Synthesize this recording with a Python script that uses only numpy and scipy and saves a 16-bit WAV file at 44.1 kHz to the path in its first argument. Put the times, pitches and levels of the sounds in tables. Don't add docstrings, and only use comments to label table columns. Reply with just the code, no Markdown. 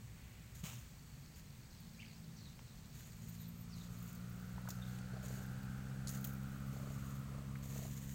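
import sys
import numpy as np
from scipy import signal
from scipy.fft import rfft, irfft
from scipy.io import wavfile

SR = 44100
rng = np.random.default_rng(int(sys.argv[2]) if len(sys.argv) > 2 else 0)


def unload_audio(sound):
    columns = np.transpose(np.atleast_2d(sound))
    steps = np.round(np.clip(columns, -1, 1) * 32767)
    wavfile.write(sys.argv[1], SR, steps.astype(np.int16))


N = 358974
TIME = np.arange(N) / SR


def from_db(db):
    return 10 ** (np.asarray(db) / 20)


def rms_one(x):
    return x / np.sqrt(np.mean(x ** 2) + 1e-20)


def in_time(rows):
    s, *columns = np.transpose(rows)
    return [np.interp(TIME, s, column) for column in columns]


def loudness(rows):
    return from_db(in_time(rows)[0])


def swells(rows, attack_s, release_s):
    power = 1e-16
    for s, length_s, db in rows:
        rise = np.sin(np.pi / 2 * np.clip((TIME - s) / attack_s, 0, 1)) ** 2
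        fall = np.exp(-np.maximum(TIME - s - length_s, 0) / release_s)
        power = power + (from_db(db) * rise * fall) ** 2
    return np.sqrt(power)


def response(points, hz):
    at_hz, db = np.transpose(points)
    return from_db(np.interp(np.log(hz + 1e-9), np.log(at_hz), db))


def coloured(x, points):
    hz = np.arange(N // 2 + 1) * SR / N
    low_skirt = np.minimum(hz / points[0][0], 1) ** 2
    high_skirt = 1 / np.maximum(hz / points[-1][0], 1) ** 2
    return rms_one(irfft(rfft(x) * response(points, hz) * low_skirt * high_skirt, N))


def noise():
    return rng.standard_normal(N)


def drift(knots_per_s):
    knots = rng.standard_normal(8192)
    return rms_one(np.interp(TIME * knots_per_s, np.arange(len(knots)), knots))


def grains(spread_db):
    size_db = spread_db * np.repeat(noise(), repeats=16)[:N]
    return rms_one(noise() * from_db(size_db))


def resonate(x, hz, width_hz):
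    r = np.exp(-np.pi * width_hz / SR)
    zeros = np.array([1, 0, -1]) * (1 - r * r) / 2
    poles = [1, -2 * r * np.cos(2 * np.pi * hz / SR), r * r]
    return signal.lfilter(zeros, poles, x + 1e-18)


def fur(resting_hand_db=-74.5, catch_db=2):
    # t/s, length/s, level/dB
    hiss_rows = [(.54, 0.069, -62.5), (1.35, 0.038, -64), (2.92, 0.51, -66.5), (2.94, 0.14, -65),
                 (3.75, .38, -67.5), (4.85, .11, -68.5), (5.22, 0.21, -60.5), (6.085, 0.066, -58.5),
                 (6.7, .46, -66), (7.62, 0.51, -59.5), (7.7, 0.14, -63)]
    # t/s, length/s, level/dB
    brush_rows = [(.628, 0.046, -50.5)]
    # f/Hz, relative level per Hz/dB
    fur_colour = [(1800, 5), (4400, -0.5), (5200, -3.5), (6800, 10.5), (8000, 2.5), (9500, -2), (11500, -5),
                  (13700, 5.5), (15700, -1)]
    # f/Hz, relative level per Hz/dB
    swish_colour = [(410, -7), (700, -5.5), (946, -7), (1170, -2.5), (1580, -8.5), (2700, 0.5),
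                    (4730, -10.5), (6830, -1), (10400, -15), (16000, -5.5)]
    slips = grains(spread_db=3.5)
    hisses = swells(hiss_rows, attack_s=0.014, release_s=0.026) * from_db(catch_db * drift(45))
    sliding = np.hypot(from_db(resting_hand_db), hisses) * coloured(slips, fur_colour)
    brush = swells(brush_rows, attack_s=0.021, release_s=0.08) * coloured(slips, swish_colour)
    return sliding + brush


def rub(s=-0.075, length_s=0.46, db=-70, hz=2200, width_hz=700):
    hiss = rms_one(resonate(noise(), hz, width_hz))
    return swells([(s, length_s, db)], attack_s=0.35, release_s=0.16) * hiss


def throttle():
    # t/s, length/s, level/dB, brightness/(dB per octave)
    pull_rows = [(-.2, 1.2, -53.5, -15), (1.666, .65, -54.5, 4), (2.978, 5.3, -49.5, -3.5)]
    pulls = [swells([row[:3]], attack_s=0.36, release_s=0.32) for row in pull_rows]
    tilts = [row[3] for row in pull_rows] * np.ones((N, 1))
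    return sum(pulls), np.average(tilts, axis=1, weights=np.transpose(pulls))


def multiples(orders, firing_hz, centre_hz, width_hz, flutter_rad=0.46):
    phase = 2 * np.pi * np.cumsum(firing_hz) / SR
    total = 0
    for k in orders:
        gain = 1 / (1 + (2 * (k * firing_hz - centre_hz) / width_hz) ** 4)
        total = total + gain * np.cos(k * phase + rng.uniform(0, 2 * np.pi) + flutter_rad * drift(25))
    return rms_one(total)


def engine(uneven_db=1.0, gate_depth=0.22, rasp_width_hz=400, puff_db=-4.0, ring_db=-4.0,
           growl_db=-9, growl_ratio=0.542, growl_width_hz=200, growl_fall_power=7, count=16):
    # t/s, firing rate/Hz
    speed = [(0, 59), (1.65, 58.5), (2.06, 54.2), (2.65, 53.5), (3.18, 55.5), (4.25, 59.6), (4.52, 61),
             (6, 66), (7.04, 67.7), (8.14, 67.6)]
    # f/Hz, gain/dB
    silencer = [(55, -19.5), (68, -11.5), (105, -3.2), (135, 3), (170, 7), (203, 3), (225, 9), (245, -3.5),
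                (270, 2.5), (320, -25), (500, -10), (700, -18)]
    # t/s, length/s, level/dB
    rasp_rows = [(2.8, 4.45, -62)]
    nearest_s, distance_m, bike_m_per_s = 5.44, 34.5, 13.6
    cruise_hz, rev_db_per_octave = 59.9, 16.5
    rasp_top_hz, rasp_fall_power = 1470, 0.86

    firing_hz, = in_time(speed)
    turns = np.cumsum(firing_hz) / SR
    phase = 2 * np.pi * turns
    nearness = distance_m / np.hypot(distance_m, bike_m_per_s * (TIME - nearest_s))
    strength = from_db(uneven_db * np.interp(turns, np.arange(SR), rng.standard_normal(SR)))
    effort, tilt_db = throttle()
    throb = effort * nearness * from_db(rev_db_per_octave * np.log2(firing_hz / cruise_hz))

    open_share = .2
    thud = 0
    for k in range(1, count):
        tilt = from_db(tilt_db * np.log2(min(k / 2, 2)))
        gain = np.sinc(k * open_share) * response(silencer, k * firing_hz) * tilt
        thud = thud - np.sqrt(2) * gain * np.cos(k * phase + np.pi / 3)

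    centre_hz = rasp_top_hz * nearness ** rasp_fall_power
    ring = multiples(range(count - 2, 2 * count), firing_hz, centre_hz, rasp_width_hz)
    carrier = np.exp(2j * np.pi * np.cumsum(centre_hz) / SR)
    band = signal.butter(2, rasp_width_hz / 2, fs=SR, output="sos")
    gated = noise() * (1 + gate_depth * np.cos(phase))
    puffs = rms_one(np.real(carrier * signal.sosfilt(band, gated / carrier)))
    growl = multiples(range(count // 2, count), firing_hz, growl_ratio * centre_hz, growl_width_hz)
    rasp = from_db(ring_db) * ring + from_db(puff_db) * puffs
    rasp = rasp + from_db(growl_db) * nearness ** growl_fall_power * growl
    heard = swells(rasp_rows, attack_s=2.67, release_s=0.56)
    return strength * (throb * thud + heard * rasp)


def outdoors(air_db=-65.0, swell_db=0.5):
    # t/s, level/dB
    rumble_levels = [(0, -56), (.8, -55), (2, -56.5), (2.7, -54.5), (8.14, -52.5)]
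    # f/Hz, relative level per Hz/dB
    rumble_colour = [(20, -9.5), (40, -2), (65, 1.5), (90, -2), (120, 4), (180, -3), (230, -8),
                     (300, -22.5), (500, -22)]
    # t/s, length/s, level/dB
    tyre_rows = [(2.9, 4.5, -64.5)]
    # f/Hz, relative level per Hz/dB
    road_colour = [(250, 2), (520, 3), (850, -7), (1900, -4), (3000, -10.5), (9000, -17)]
    # f/Hz, relative level per Hz/dB
    air_colour = [(250, 7), (500, -5.5), (800, -1.5), (2200, -1.5), (3200, -5), (5200, -8.5), (6700, -4.5),
                  (7500, -7), (8150, -1), (8700, -12.5), (12500, -12.5), (15500, -6)]
    rumble = loudness(rumble_levels) * coloured(noise(), rumble_colour) * from_db(swell_db * drift(10))
    tyres = swells(tyre_rows, attack_s=2.27, release_s=0.56) * coloured(noise(), road_colour)
    return rumble + tyres + from_db(air_db) * coloured(noise(), air_colour)


def insects(start_db=-78, fade_db_per_s=1.0, hz=4430, width_hz=120):
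    gain = from_db(start_db - fade_db_per_s * TIME + 2 * drift(4.7))
    return gain * rms_one(resonate(noise(), hz, width_hz))


def trees(x, t60_s, wet_db, stir_per_s=400):
    tail = rng.standard_normal(SR) * from_db(-60 * TIME[:SR] / t60_s)
    scattered = signal.fftconvolve(x, tail / np.linalg.norm(tail))[:N]
    return x + from_db(wet_db) * scattered * drift(stir_per_s)


def whistle(path, start_s=0, ratio=1):
    s, hz, db = np.transpose(path)
    age_s = np.arange(s[0], s[-1], 1 / SR)
    phase = 2 * np.pi * ratio * np.cumsum(np.interp(age_s, s, hz)) / SR
    tone = np.sqrt(2) * from_db(np.interp(age_s, s, db)) * np.sin(phase)
    out, at = np.zeros(N), round((start_s + s[0]) * SR)
    out[at:at + len(tone)] = tone * signal.windows.tukey(len(tone), .1)
    return out


def birds(level_db=-7.5, flock_db=-3.0, count=300):
    # t from call start/s, f before pitch ratio/Hz, relative level/dB
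    chirp_path = [(0, 2350, -12), (.013, 2480, -1), (.033, 3250, -4), (.046, 2400, 2), (.062, 1850, -10)]
    slur_path = [(0, 6310, -7.5), (.025, 5480, 7.5), (.055, 4292, 6), (.09, 3850, 4.5), (.15, 3494, 5.5)]
    pip_path = [(0, 3690, -7), (.015, 3475, 6), (.04, 3550, -9)]
    # t/s, relative level/dB, pitch ratio
    chirp_rows = [(1.981, -51.5, 0.97)]
    slur_rows = [(2.345, -71.5, 1.06), (3.305, -75, 1.03), (3.685, -70, 1.0)]
    pip_rows = [(3.8, -65, 1.08), (4.81, -61.5, 1.04)]
    # t/s, relative level/dB
    flock_levels = [(.7, -77.5), (1.5, -71), (2.4, -68), (3.1, -73.5), (5.5, -75.5)]
    calls = np.zeros(N)
    for path, rows in ((chirp_path, chirp_rows), (slur_path, slur_rows), (pip_path, pip_rows)):
        for s, db, ratio in rows:
            calls += from_db(db) * whistle(path, s, ratio)
    hoarse = calls * from_db(2 * drift(90)) * (1 + .7 * drift(700))
    near = trees(hoarse, t60_s=.5, wet_db=0, stir_per_s=900)
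    starts_s = np.linspace(.3, 5.5, count) + rng.uniform(0, .1, count)
    ratios = rng.uniform(.95, 1.3, count)
    flock = sum(whistle(slur_path, s, ratio) for s, ratio in zip(starts_s, ratios))
    far = rms_one(trees(flock * drift(500), t60_s=.3, wet_db=6))
    return from_db(level_db) * near + from_db(flock_db) * loudness(flock_levels) * far


def taps(scuff=.25, scuff_s=.003):
    # t/s, peak/dB, f/Hz, nominal width/Hz
    tap_rows = [(.634, -55, 380, 250), (0.695, -52.5, 1200, 200), (.730, -51, 1090, 300),
                (2.592, -52, 1100, 350), (2.592, -49.5, 2480, 1200), (4.58, -42, 970, 520),
                (4.654, -48, 650, 500), (4.675, -43.5, 1060, 550), (4.686, -42, 646, 550),
                (7.555, -45, 1900, 600)]
    out, age_s = np.zeros(N), TIME[:SR // 10]
    for s, db, hz, width_hz in tap_rows:
        push = (age_s == 0) + scuff * rng.standard_normal(len(age_s)) * np.exp(-age_s / scuff_s)
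        push = signal.sosfilt(signal.butter(4, hz + width_hz, fs=SR, output="sos"), push)
        knock = resonate(resonate(push, hz, 2 * width_hz), hz, 2 * width_hz)
        at = round(s * SR)
        out[at:at + len(age_s)] += from_db(db) * knock / np.abs(knock).max()
    return out


def pat(hz=160, rise_s=0.0061, fall_s=0.0045):
    # t/s, peak/dB
    pat_event = (.6405, -35.5)
    s, db = pat_event
    age_s = TIME - s
    envelope = np.exp(-(age_s / np.where(age_s < 0, rise_s, fall_s)) ** 2)
    return -from_db(db) * np.cos(2 * np.pi * hz * age_s) * envelope


def grass(level_db=-5.0, burst_s=0.0049, tail_db=-24, tail_s=0.074, crack_db=-3, crack_width_hz=1100):
    # t/s, relative level/dB, treble relative to dull part/dB, crack f/Hz
    snap_rows = [(1.802, -59, 9, 14500), (4.149, -52, 6, 7000), (4.687, -40.5, 2.5, 6500),
                 (4.703, -38.5, 0, 5070), (4.986, -49, -12, 2880), (5.282, -46, -1, 7000),
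                 (6.071, -38.5, -15, 4500), (6.08, -38.5, -5, 5360), (6.091, -37.5, -1, 6460),
                 (6.147, -51, 1, 6800), (6.174, -50, -8, 4300), (6.242, -41, 6, 2900),
                 (6.247, -42, 7, 7150), (6.27, -46, 6, 14500), (8.12, -57, 7, 14500)]
    # f/Hz, relative level per Hz/dB
    stalk_colour = [(1200, -6), (3000, -12), (4400, 2), (5200, -7), (6500, 14.5), (8000, 5.5), (11000, 7.5),
                    (14000, 12), (15500, 8)]
    fibres = coloured(grains(spread_db=3), stalk_colour)
    dull = rms_one(signal.sosfilt(signal.butter(2, 9000, fs=SR, output="sos"), fibres))
    bright = rms_one(signal.sosfilt(signal.butter(2, 12500, "high", fs=SR, output="sos"), fibres))
    out, age_s = np.zeros(N + SR), TIME[:SR // 2]
    rise = 1 - np.exp(-age_s / .0012)
    envelope = rise * (np.exp(-age_s / burst_s) + from_db(tail_db) * np.exp(-age_s / tail_s))
    for s, db, treble_db, hz in snap_rows:
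        span = round(s * SR) + np.arange(len(age_s))
        crack = rms_one(resonate(rng.standard_normal(len(age_s)), hz, crack_width_hz))
        burst = dull[span % N] + from_db(treble_db) * bright[span % N] + from_db(crack_db) * crack
        out[span] += from_db(db + level_db) * burst * envelope
    return out[:N]


def squeak(db=-56, ring_hz=14070, ring_width_hz=230):
    # t/s, f/Hz
    squeak_path = [(3.285, 13700), (3.315, 14580), (3.39, 14580), (3.44, 13500), (3.462, 13450),
                   (3.487, 14120), (3.52, 13200), (3.615, 13930), (3.645, 13300)]
    pitch_hz, = in_time(squeak_path)
    sounding = (TIME > squeak_path[0][0]) & (TIME < squeak_path[-1][0])
    tone = sounding * np.sin(2 * np.pi * np.cumsum(pitch_hz) / SR)
    return from_db(db) * resonate(tone, ring_hz, ring_width_hz)


def crackle(ticks_per_s=300, spread_db=5, hz=14800, width_hz=2500):
    # t/s, length/s, level/dB
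    shift_rows = [(3.95, 0.18, -68.5), (4.25, .65, -73), (5.22, .48, -74), (6.06, 0.25, -63),
                  (6.45, 0.33, -71), (7, 0.2, -72), (7.55, .65, -71)]
    ticks = (rng.random(N) < ticks_per_s / SR) * from_db(spread_db * np.clip(noise(), -2, 2))
    slips = signal.lfilter([1], [1, -.96], ticks + 1e-18) * noise()
    return swells(shift_rows, attack_s=0.035, release_s=0.096) * rms_one(resonate(slips, hz, width_hz))


def purr(jitter=.03, uneven_db=1.2, open_share=.19):
    # t/s, length/s, level/dB, mean puff rate/Hz
    purr_rows = [(5.128, .055, -56.5, 27), (5.2, .23, -63, 29.5), (6.725, .2, -63.5, 28.6),
                 (7.312, .13, -63.5, 28.3), (7.62, .09, -64.5, 30), (7.724, .15, -59.5, 32)]
    # f/Hz, width per pass/Hz, gain/dB
    throat = [(450, 200, -1), (590, 150, -2), (1050, 300, -13), (4380, 400, -17)]
    flow, wander = 0, jitter * drift(25)
    for s, length_s, db, puffs_per_s in purr_rows:
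        cycle = np.cumsum(puffs_per_s * (1 + wander) * (TIME > s)) / SR % 1
        opening = cycle / open_share
        puff = 2 * opening * np.exp(1 - opening) * np.exp(-opening ** 2 / 20)
        flow = flow + swells([(s, length_s, db)], attack_s=0.016, release_s=0.011) * puff
    air = noise()
    voiced = sum(from_db(db) * resonate(resonate(air, hz, width_hz), hz, width_hz)
                 for hz, width_hz, db in throat)
    return flow * from_db(uneven_db * drift(30)) * rms_one(voiced)


def scene():
    cat = fur() + rub() + taps() + pat() + grass() + crackle() + purr()
    return (cat + engine() + outdoors() + insects() + birds() + squeak())[None]


def record(dry, cutoff_hz=15900):
    return signal.sosfilt(signal.ellip(12, .1, 70, cutoff_hz, fs=SR, output="sos"), dry)


dry = scene()
out = record(dry)
unload_audio(out)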